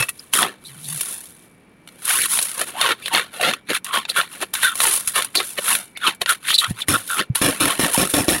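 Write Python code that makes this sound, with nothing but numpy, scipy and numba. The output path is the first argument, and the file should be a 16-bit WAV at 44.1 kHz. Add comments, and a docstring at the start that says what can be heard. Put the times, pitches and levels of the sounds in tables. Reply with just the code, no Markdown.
"""Scraping frost in a freezer

A metal spoon scrapes thick frost, close to a phone, in quick strokes with short pauses.
Bursts of random clicks are the breaking ice: a hiss when it skims, a crunch when it digs.
Gliding tones squeak where packed frost slips. Towards the end hard chops ring the freezer wall.
Taps, bumps and a groan join in; filtered noise and a thin whine are the freezer, running throughout."""
import sys
import numpy as np
from scipy import signal
from scipy.fft import rfft, irfft
from scipy.io import wavfile
from scipy.ndimage import uniform_filter1d
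from numba import njit

SR = 44100
rng = np.random.default_rng(int(sys.argv[2]) if len(sys.argv) > 2 else 0)


def wav_record(signal):
    """Record a signal, one row per channel, as 16-bit PCM in the file named by sys.argv[1]."""
    frames = np.transpose(np.atleast_2d(signal))
    bounded = np.clip(frames, -1, 1)
    # unit amplitude maps onto the largest positive 16-bit level
    quanta = np.round(bounded * 32767).astype(np.int16)
    wavfile.write(sys.argv[1], SR, quanta)


N = 370440  # length in samples
TIME = np.arange(N) / SR  # seconds


def undb(db):
    """Turn decibels into gain."""
    return 10 ** (np.asarray(db) / 20)


def unit(x):
    """Scale to an rms of 1."""
    return x / np.sqrt(np.mean(x ** 2))


def add(track, start_s, sound):
    """Mix a sound into the track from a given time."""
    start = max(int(start_s * SR), 0)
    part = sound[:max(N - start, 0)]
    track[start:start + len(part)] += part


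def fade(t, t60):
    """Die away exponentially, losing 60 dB in t60 seconds."""
    return np.exp(-np.log(1000) * t / t60)


def walk(rate, size=N):
    """Wander at random around 0 with an rms of 1, through `rate` new points a second."""
    knots = rng.standard_normal(int(size / SR * rate) + 2)
    position = np.arange(size) / SR * rate
    return unit(np.interp(position, np.arange(len(knots)), knots))


def colour(x, points, size=2048):
    """Filter to a given spectrum without looking ahead; white noise keeps its power."""
    hz, db = np.transpose(points)
    grid = np.maximum(np.fft.rfftfreq(size, 1 / SR), 1)
    gain = undb(np.interp(np.log(grid), np.log(hz), db))
    # folding the cepstrum forward puts the filter's energy as early as possible
    cepstrum = irfft(np.log(gain))
    cepstrum[1:size // 2] *= 2
    cepstrum[size // 2 + 1:] = 0
    response = irfft(np.exp(rfft(cepstrum)))
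    return signal.fftconvolve(x, response / np.linalg.norm(response))[:N]


def ring(modes, shift_hz=0):
    """A struck object sounds several fading tones at once, each moved by its shift."""
    t = TIME[:SR // 5, None]
    hz, t60, db = np.transpose(modes)
    tones = np.cos(2 * np.pi * (hz + shift_hz) * t)
    return np.sum(undb(db) * fade(t, t60) * tones, axis=1)


# Pieces of crust that snap off: start_s, crunch_db, hiss_db (before the frost colours)
CRUST_CRACKS = [(0.026, -17, -28.5), (0.091, -28, -24), (0.336, -15.5, -15.5), (0.429, -13, -38),
                (1.009, -29, -18), (1.256, -55, -42), (1.875, -39.5, -46), (1.888, -39.5, -54),
                (2.053, -38, -22), (2.088, -28, -32), (2.109, -19, -25), (2.389, -15.5, -27),
                (2.426, -44, -19), (2.813, -12.5, -20.5), (3.059, -23, -35), (3.081, -24.5, -32),
                (3.149, -10.5, -35), (3.413, -23, -27.5), (3.536, -16, -32.5), (3.845, -43, -26.5),
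                (4.052, -25, -58), (4.163, -25.5, -33), (4.213, -20.5, -40), (4.538, -25, -20.5),
                (4.552, -18.5, -33), (4.632, -19, -20), (4.755, -30, -27), (4.803, -12.5, -20),
                (5.075, -29, -22), (5.222, -21.5, -25.5), (5.247, -29.5, -25), (5.353, -14, -20),
                (5.752, -19.5, -19), (5.973, -31.5, -38.5), (6.148, -51, -42), (6.217, -16, -30.5),
                (6.26, -18.5, -37), (6.293, -15.5, -20), (6.504, -16, -31), (6.643, -16.5, -41),
                (6.884, -27, -23), (7.356, -19, -20), (7.605, -19.5, -23), (7.845, -15.5, -35),
                (8.14, -17, -40), (8.289, -17, -27)]
# Ringing of the hard crust under a deep dig: pitch_hz, t60_s, level_db (relative)
CRUST_RING = [(690, 0.032, -7.5), (1386, .018, -2), (1760, 0.017, 3.5)]
# Colours of the deep grinding, the crunch and the hiss: frequency_hz, level_db (relative)
GRINDING_COLOUR = [(40, -28), (120, -16), (220, -3.5), (410, 4.5), (600, 1), (900, -5), (1300, -7.5),
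                   (2500, -48.5)]
CRUNCH_COLOUR = [(350, -18), (700, -6), (1000, -1), (1350, 2.5), (1800, 2), (2300, 2), (3300, 1.5),
                 (4300, 1.5), (5000, -13), (7000, -12.5), (10000, -30), (16000, -32)]
HISS_COLOUR = [(1500, -24), (3500, -11), (5000, -14.5), (6500, -12), (8300, -10), (9400, -0.5), (10200, 1),
               (11200, -3.5), (12500, -12), (15500, -19.5)]


def frost():
    """The edge advances in tiny jerks; each jerk breaks coarse and fine crystals together."""
    grinding_db, crunch_db, hiss_db = effort()
    clumps = undb(2.3 * walk(rate=500)) * np.sqrt(jerks())
    coarse = grains(rate=2500, spread_db=2.0, clumps=clumps, even_s=0.021)
    fine = grains(rate=7000, spread_db=2.8, clumps=clumps, even_s=0.028)
    crunch = hollow(coarse + chips(), grinding_db - crunch_db) * undb(crunch_db - 7.0)
    hiss = fine * undb(hiss_db - 0.57)
    for start_s, snap_db, spray_db in CRUST_CRACKS:
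        add(crunch, start_s, undb(snap_db) * fracture(t60=0.063, tail_db=-12.5))
        add(hiss, start_s, undb(spray_db) * fracture(t60=0.059, tail_db=0.5))
    grinding = coarse * undb(grinding_db)
    crust = ring(CRUST_RING)
    crust_sound = signal.fftconvolve(grinding, crust / np.linalg.norm(crust))[:N]
    body = undb(1.5) * colour(grinding, GRINDING_COLOUR) + undb(-3.5) * crust_sound
    return body + colour(crunch, CRUNCH_COLOUR) + colour(hiss, HISS_COLOUR)


# Strokes of the spoon: full_push_start_s, run_in_s, push_s, let_go_s,
# grinding_db, crunch_db, hiss_db (levels half-way through the push, before trims and colours)
SPOON_STROKES = [(0.0,.004,0.0092,0.1,-35.5,-24,-21.5), (.198,0.25,0.026,0.31,-80,-51.5,-46),
                 (.339,0.019,0.078,0.08,-35.5,-20,-17), (.395,.015,0.05,0.13,-26.5,-24,-32.5),
                 (.669,0.099,.006,0.4,-66,-42.5,-41.5), (.899,0.21,0.22,0.39,-54.5,-40.5,-29),
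                 (1.115,0.036,0.0098,0.085,-61,-51,-28), (1.41,0.067,0.057,0.049,-64,-60,-56),
                 (1.92,0.17,0.12,.1,-59,-57,-55.5), (2.093,0.1,0.168,0.02,-46,-22.5,-18.5),
                 (2.316,0.085,0.062,0.41,-47.5,-27,-18), (2.609,0.088,0.0083,0.057,-28.5,-19.5,-21.5),
                 (2.67,0.008,0.028,.06,-45.5,-35,-32.5), (2.817,0.12,.1,0.046,-33,-17,-28),
                 (3.078,0.14,0.0039,0.0097,-42,-26,-33.5), (3.137,0.045,0.036,.11,-29,-13.5,-23.5),
                 (3.34,0.058,0.15,.08,-44,-35,-40.5), (3.417,0.034,0.085,0.082,-25,-15.5,-28.5),
                 (3.701,0.03,0.012,0.049,-25.5,-16.5,-28), (3.745,0.057,0.025,0.026,-47,-20.5,-25),
                 (3.851,0.015,0.046,0.028,-52,-31.5,-37), (3.94,0.037,0.036,0.084,-33.5,-15,-26),
                 (4.092,0.013,0.015,0.03,-36,-18,-26), (4.175,0.049,0.014,0.095,-33,-14.5,-21.5),
                 (4.325,0.087,0.033,0.27,-52,-38.5,-38.5), (4.425,0.042,0.0025,0.036,-29,-17.5,-24.5),
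                 (4.535,0.0043,0.051,0.046,-61,-30,-29), (4.635,0.07,.03,0.1,-48,-15.5,-19),
                 (4.831,0.12,0.048,0.22,-37.5,-20.5,-15.5), (4.927,0.054,0.047,0.11,-63,-30,-18),
                 (5.08,0.04,0.0076,0.095,-59,-31.5,-20), (5.16,0.035,0.023,0.11,-34.5,-15,-19),
                 (5.353,0.014,0.049,0.07,-33.5,-17.5,-27), (5.445,0.2,0.092,0.027,-65,-44,-31.5),
                 (5.584,0.021,0.0025,0.02,-23.5,-16.5,-24), (5.7,0.18,0.039,0.14,-35,-20,-17),
                 (6.07,0.073,0.012,0.062,-28,-10.5,-22.5), (6.216,0.012,0.002,.031,-26.5,-19,-23.5),
                 (6.291,0.03,0.028,0.06,-41,-17,-20), (6.488,0.077,0.066,0.029,-46.5,-19,-23.5),
                 (6.581,0.0045,0.043,0.11,-51,-21,-24.5), (6.705,0.076,0.0059,0.032,-41,-37.5,-32.5),
                 (6.812,0.1,0.0093,0.034,-46,-26,-32), (7.094,0.082,0.092,.04,-48,-37,-26),
                 (7.197,0.066,0.0088,0.049,-24,-14,-26.5), (7.352,0.0058,0.0047,0.14,-67,-25,-21),
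                 (7.71,0.054,0.0073,0.029,-47,-18,-23.5), (7.939,.047,0.011,0.15,-48,-22,-16.5),
                 (8.103,0.057,0.0098,0.11,-55,-40,-23.5)]
# Each of these three has the columns grinding_db, crunch_db, hiss_db:
# gained over a stroke's run-in and lost over its let-go
EDGE_CHANGE = (37, 33.5, 31.5)
# change over the push, as the edge sinks in
DIG_CHANGE = (4.5, -1, -2.5)
# level of loose frost settling between strokes
LOOSE_FROST = (-73, -71.5, -70.5)
CHOP_RUN_IN_S, CHOP_PUSH_S, CHOP_HISS_DB = 0.014, 0.055, -19.5


def effort():
    """Every stroke runs in, pushes deeper and lets go, giving three levels in dB; overlaps add up."""
    strokes = list(SPOON_STROKES)
    for start_s, let_go, _, grinding_db, crunch_db in WALL_CHOPS:
        levels = (grinding_db, crunch_db, CHOP_HISS_DB)
        strokes.append((start_s, CHOP_RUN_IN_S, CHOP_PUSH_S, let_go, *levels))
    t = TIME[::32]  # levels move slowly, so every 32nd sample is enough
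    power = undb(LOOSE_FROST)[:, None] ** 2
    for start_s, run_in, push, let_go, *layer_db in strokes:
        before = np.maximum(start_s - t, 0) / run_in
        after = np.maximum(t - start_s - push, 0) / let_go
        depth = np.clip((t - start_s) / push, 0, 1) - 0.5
        stroke_db = np.array(layer_db)[:, None] + np.outer(DIG_CHANGE, depth)
        stroke_db = stroke_db - np.outer(EDGE_CHANGE, before + after)
        power = power + undb(stroke_db) ** 2
    return [np.interp(TIME, t, 10 * np.log10(layer)) for layer in power]


def jerks(rate=170, t60=0.033, stuck=0.5):
    """The edge sticks and breaks free unevenly: the crackle leaps up each time and dies away."""
    slips = (rng.random(N) < rate / SR) * rng.exponential(size=N)
    return stuck + signal.fftconvolve(slips, fade(TIME[:SR // 20], t60))[:N]


def grains(rate, spread_db, clumps, even_s):
    """Unequal snaps come in clumps; their power is evened out over even_s so the level follows the strokes."""
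    chance, size = rng.random(N), rng.exponential(size=N)
    sign = rng.choice([-1, 1], N)
    snaps = (chance < rate / SR) * sign * undb(spread_db * np.minimum(size, 5)) * clumps
    width = max(int(even_s * SR), 2)
    power = uniform_filter1d(uniform_filter1d(snaps ** 2, width), width // 2)
    return snaps / np.sqrt(np.maximum(power, 0) + 1e-6)


def chips(rate=70, spread_db=2.5, size_db=16, hz=2300, t60=0.0029):
    """Coarser chips give way at random moments: each is a sharp click with a pitch of its own."""
    out, t = np.zeros(N), TIME[:SR // 150]
    for when, size, pitch in rng.random((int(rate * N / SR), 3)):
        chip_hz = hz * 4 ** (pitch - 0.5)  # up to an octave either way
        ping = np.cos(2 * np.pi * chip_hz * t) * fade(t, t60)
        ping[0] += 2  # the break itself
        level_db = size_db + spread_db * min(-np.log(1 - size), 3)
        add(out, when * N / SR, undb(level_db) * ping / np.linalg.norm(ping))
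    return out


def fracture(t60, tail_db):
    """A piece breaks with a sharp snap of noise, plus a fading spray of fragments."""
    t = TIME[:SR // 10]
    snap = 2.2 * fade(t, 0.012)
    return rng.standard_normal(len(t)) * (snap + undb(tail_db) * fade(t, t60))


UPPER_GAP_HZ = 2050  # the air pocket's upper resonance lies this far above its lower one


def hollow(x, depth_db, open_hz=1354.0, deep_hz=700.0, upper_gain=0.094, sealed_gain=0.09):
    """The air pocket under the bowl resonates twice: lower in a dig, sharper where frost seals it."""
    hz = np.interp(depth_db, [-27, -5], [open_hz, deep_hz])
    sealed = np.zeros(N)
    for start_s, length, start_hz, end_hz, _ in FROST_SQUEAKS:  # the pocket follows each squeak
        start, size = int(start_s * SR), int(length * SR)
        hz[start:start + size] = np.linspace(start_hz, end_hz, size)
        sealed[start:start + size] = 1
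    sealed = uniform_filter1d(sealed, SR // 100)
    wobble = np.exp(0.23 * (1 - sealed) * walk(rate=23))
    hz = uniform_filter1d(hz, SR // 100) * wobble
    damping = 0.42 - 0.26 * sealed
    bright, _ = resonator(x, hz, damping)
    _, upper = resonator(bright, hz + UPPER_GAP_HZ, damping / 2)
    return (bright + (upper_gain + sealed_gain * sealed) * upper) * (1 - 0.44 * sealed)


@njit
def resonator(x, hz, damping):
    """A resonance with a moving pitch; gives what lies above it (high) and around it (band)."""
    high, band = np.empty(len(x)), np.empty(len(x))
    band_state, low_state = 0., 0.
    for i in range(len(x)):
        g, k = np.tan(np.pi * hz[i] / SR), damping[i]
        v = (band_state + g * (x[i] - low_state)) / (1 + g * (g + k))
        low = low_state + g * v
        band_state, low_state = 2 * v - band_state, 2 * low - low_state
        high[i], band[i] = x[i] - k * v - low, v
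    return high, band


def mirror(x, lag_s=0.0013, sway=0.4, share=0.6):
    """The frost face returns an echo at once; its delay shifts as the spoon moves, sweeping the colour."""
    lag = lag_s * SR * np.exp(sway * walk(rate=14))
    echo = x[np.maximum(np.arange(N) - lag.astype(int), 0)]
    return (x + share * echo) / np.hypot(1, share)


# Packed frost sticking and slipping under the spoon: start_s, length_s, start_hz, end_hz, level_db
FROST_SQUEAKS = [(.193, 0.0047, 5400, 5300, -32.5), (0.356, .11, 1260, 1227, -29),
                 (0.648, 0.041, 3960, 4100, -43), (0.828, 0.049, 3700, 3860, -43.5),
                 (2.737, 0.075, 700, 1134, -35), (3.024, 0.066, 2500, 3200, -54),
                 (3.105, 0.055, 1100, 632, -28.5), (3.393, 0.036, 790, 623, -27),
                 (3.87, 0.13, 1200, 1045, -31), (4.093, 0.021, 3840, 4420, -30),
                 (4.16, 0.051, 1471, 1272, -19), (4.62, 0.12, 1620, 1350, -25),
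                 (5.352, 0.04, 4500, 4300, -21), (5.951, 0.034, 2065, 2440, -37),
                 (6.015, 0.075, 1600, 950, -24), (6.27, 0.0574, 1527, 1293, -21.5),
                 (6.493, 0.032, 3010, 3390, -25), (6.535, 0.029, 4030, 4270, -15),
                 (6.5788, 0.033, 4170, 3570, -13.5), (6.614, 0.059, 1186, 1313, -25),
                 (6.808, .02, 3610, 3500, -30), (6.928, 0.041, 1293, 1450, -17.5),
                 (7.086, 0.1, 1585, 1187, -26), (7.699, 0.029, 1050, 1235, -25),
                 (7.942, 0.022, 933, 860, -22.5)]


def squeaks(upper_jitter=0.0715, second_db=-14, upper_db=-10):
    """Frost sticks and slips in uneven cycles: hoarse gliding chirps, some with the pocket's upper tone."""
    out = np.zeros(N)
    for start_s, length, start_hz, end_hz, db in FROST_SQUEAKS:
        size = int(length * SR)
        hz = np.linspace(start_hz, end_hz, size)
        uneven_hz = hz * (1 + 0.07 * walk(start_hz * 0.6, size))
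        upper_hz = (hz + UPPER_GAP_HZ) * (1 + upper_jitter * walk(start_hz, size))
        phase = 2 * np.pi * np.cumsum(uneven_hz) / SR
        upper_phase = 2 * np.pi * np.cumsum(upper_hz) / SR
        tone = np.sin(phase) + undb(second_db) * np.sin(2 * phase)
        if start_hz < 2000:  # shrill squeaks lie above the pocket
            tone += undb(upper_db) * np.sin(upper_phase)
        grip = np.hanning(size) ** 0.25 * undb(5 * walk(rate=350, size=size))
        add(out, start_s, undb(db) * unit(tone * grip))
    return out


# Chops that reach the wall: start_s, let_go_s, wall_db, grinding_db, crunch_db
# (grinding and crunch before trims and colours)
WALL_CHOPS = [(6.885, 0.15, -23, -38, -22.5), (7.416, 0.23, -20, -27.5, -18.5),
              (7.605, 0.27, -22.5, -27, -19), (7.795, .2, -23, -27.5, -20.5),
              (7.978, 0.16, -21, -27.5, -21.5), (8.139, 0.19, -19.5, -26, -28.5),
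              (8.283, 0.2, -19.5, -27, -24.5)]
# Ringing of the frosted wall: pitch_hz (before detuning), t60_s, level_db (relative)
WALL_RING = [(100, 0.058, -8), (173, 0.03, -2.5), (260, 0.071, -4.5), (293, 0.13, -2.5), (484, 0.044, -8.5),
             (1085, 0.04, -12), (2430, 0.028, -4), (3390, 0.081, -13), (5350, 0.034, -5.5)]


def chops(dig_s=0.059, release_t60=0.12, detune_hz=9, flutter_db=3):
    """The spoon knocks the wall and judders along it; the shifting contact breaks up the ring."""
    out, t = np.zeros(N), TIME[:SR // 4]
    for start_s, _, db, *_ in WALL_CHOPS:
        wall = ring(WALL_RING, detune_hz * rng.standard_normal(len(WALL_RING)))
        judder = rng.standard_normal(len(t)) * fade(np.maximum(t - dig_s, 0), release_t60)
        judder[0] += 22  # the blow
        sound = signal.fftconvolve(judder, wall)
        sound = sound * undb(flutter_db * walk(rate=145, size=len(sound)))
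        add(out, start_s, undb(db) * sound / np.std(sound[:SR // 10]))
    return out


# Taps that set the spoon ringing: start_s, level_db (before the ringing)
SPOON_TAPS = [(.001, -22), (.023, -20.5), (0.086, -24)]
# Ringing of the spoon: pitch_hz, t60_s, level_db (relative)
SPOON_RING = [(1190, 0.049, -4), (1924, 0.053, -4), (2630, 0.061, 7), (3230, 0.038, 0), (5410, 0.035, -4)]


def taps():
    """Light, chattering taps ring the spoon's fading tones."""
    out, t = np.zeros(N), TIME[:SR // 2]
    for start_s, db in SPOON_TAPS:
        chatter = rng.standard_normal(len(t)) * fade(t, 0.035)
        sound = signal.fftconvolve(chatter / np.linalg.norm(chatter), ring(SPOON_RING))
        add(out, start_s, undb(db) * sound)
    return out


# Soft bumps on the cabinet: start_s, pitch_hz, rise_s, t60_s, level_db
CABINET_BUMPS = [(.0, 120, 0.0064, 0.071, -22), (6.675, 113, 0.026, 0.15, -24),
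                 (6.706, 149, 0.00436, 0.016, -10.5), (6.886, 107, 0.014, 0.22, -25),
                 (7.299, 122, 0.0042, 0.057, -9.5)]


def bumps():
    """Soft bumps give the cabinet a few low swings that swell and die away."""
    out, t = np.zeros(N), TIME[:SR // 2]
    for start_s, hz, rise, t60, db in CABINET_BUMPS:
        swell = np.minimum(t / rise, 1) * fade(np.maximum(t - rise, 0), t60)
        add(out, start_s, undb(db) * swell * np.sin(2 * np.pi * hz * t))
    return out


def rub(hz=145, jitter=0.135):
    """Something drags along the cabinet: a low, wavering groan."""
    times_s = [0.6, 0.7, 0.82, 0.92, 0.97, 1.03]
    db = np.interp(TIME, times_s, [-84, -45.5, -45.0, -35.5, -36.0, -101])
    wavering_hz = hz * (1 + jitter * walk(rate=100))
    return undb(db) * np.sin(2 * np.pi * np.cumsum(wavering_hz) / SR)


def compartment(x, t60, wet_db):
    """The frosted walls send back dense, short reflections, modelled as fading noise."""
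    t = TIME[:SR // 4]
    response = rng.standard_normal(len(t)) * fade(t, t60) * (t > 0.002)
    return undb(wet_db) * signal.fftconvolve(x, response / np.linalg.norm(response))[:N]


# Colour of the freezer's rush: frequency_hz, level_db (relative)
RUSH_COLOUR = [(30, -16), (110, -8), (190, -1.5), (320, -6.5), (700, -16), (2400, -21), (4200, -34),
               (6000, -41), (10000, -52), (14000, -48)]
RUSH_DB, WHINE_HZ, WHINE_DB = -52, 2309, -60  # the middles of their wanderings


def freezer():
    """The running freezer makes a soft wavering rush of coloured noise and a thin unsteady whine."""
    rush = unit(colour(rng.standard_normal(N), RUSH_COLOUR)) * undb(RUSH_DB + walk(rate=1.4))
    unsteady_hz = WHINE_HZ * (1 + 0.012 * walk(rate=300))
    whine = np.sin(2 * np.pi * np.cumsum(unsteady_hz) / SR)
    return rush + undb(WHINE_DB + 2 * walk(rate=4.7)) * whine


def scene():
    """Everything sits in the centre; only a trace of the reflections differs between the ears."""
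    near = mirror(frost()) + squeaks() + chops() + taps() + bumps() + rub()
    mid = near + compartment(near, t60=0.031, wet_db=-10) + freezer()
    side = compartment(near, t60=0.03, wet_db=-28)
    return np.array([mid + side, mid - side])


TOP_HZ = 15900  # the sound has almost nothing above this


def record(dry):
    """The deepest bass is dropped, the highest peaks rounded and the top cut."""
    bass_cut = signal.butter(1, 30, "high", fs=SR, output="sos")
    top_cut = signal.ellip(10, 0.2, 80, TOP_HZ, fs=SR, output="sos")
    sound = signal.sosfilt(bass_cut, dry)
    rounded = 0.9 * np.tanh(sound / 0.9)
    return signal.sosfilt(top_cut, rounded)


dry = scene()
out = record(dry)
wav_record(out)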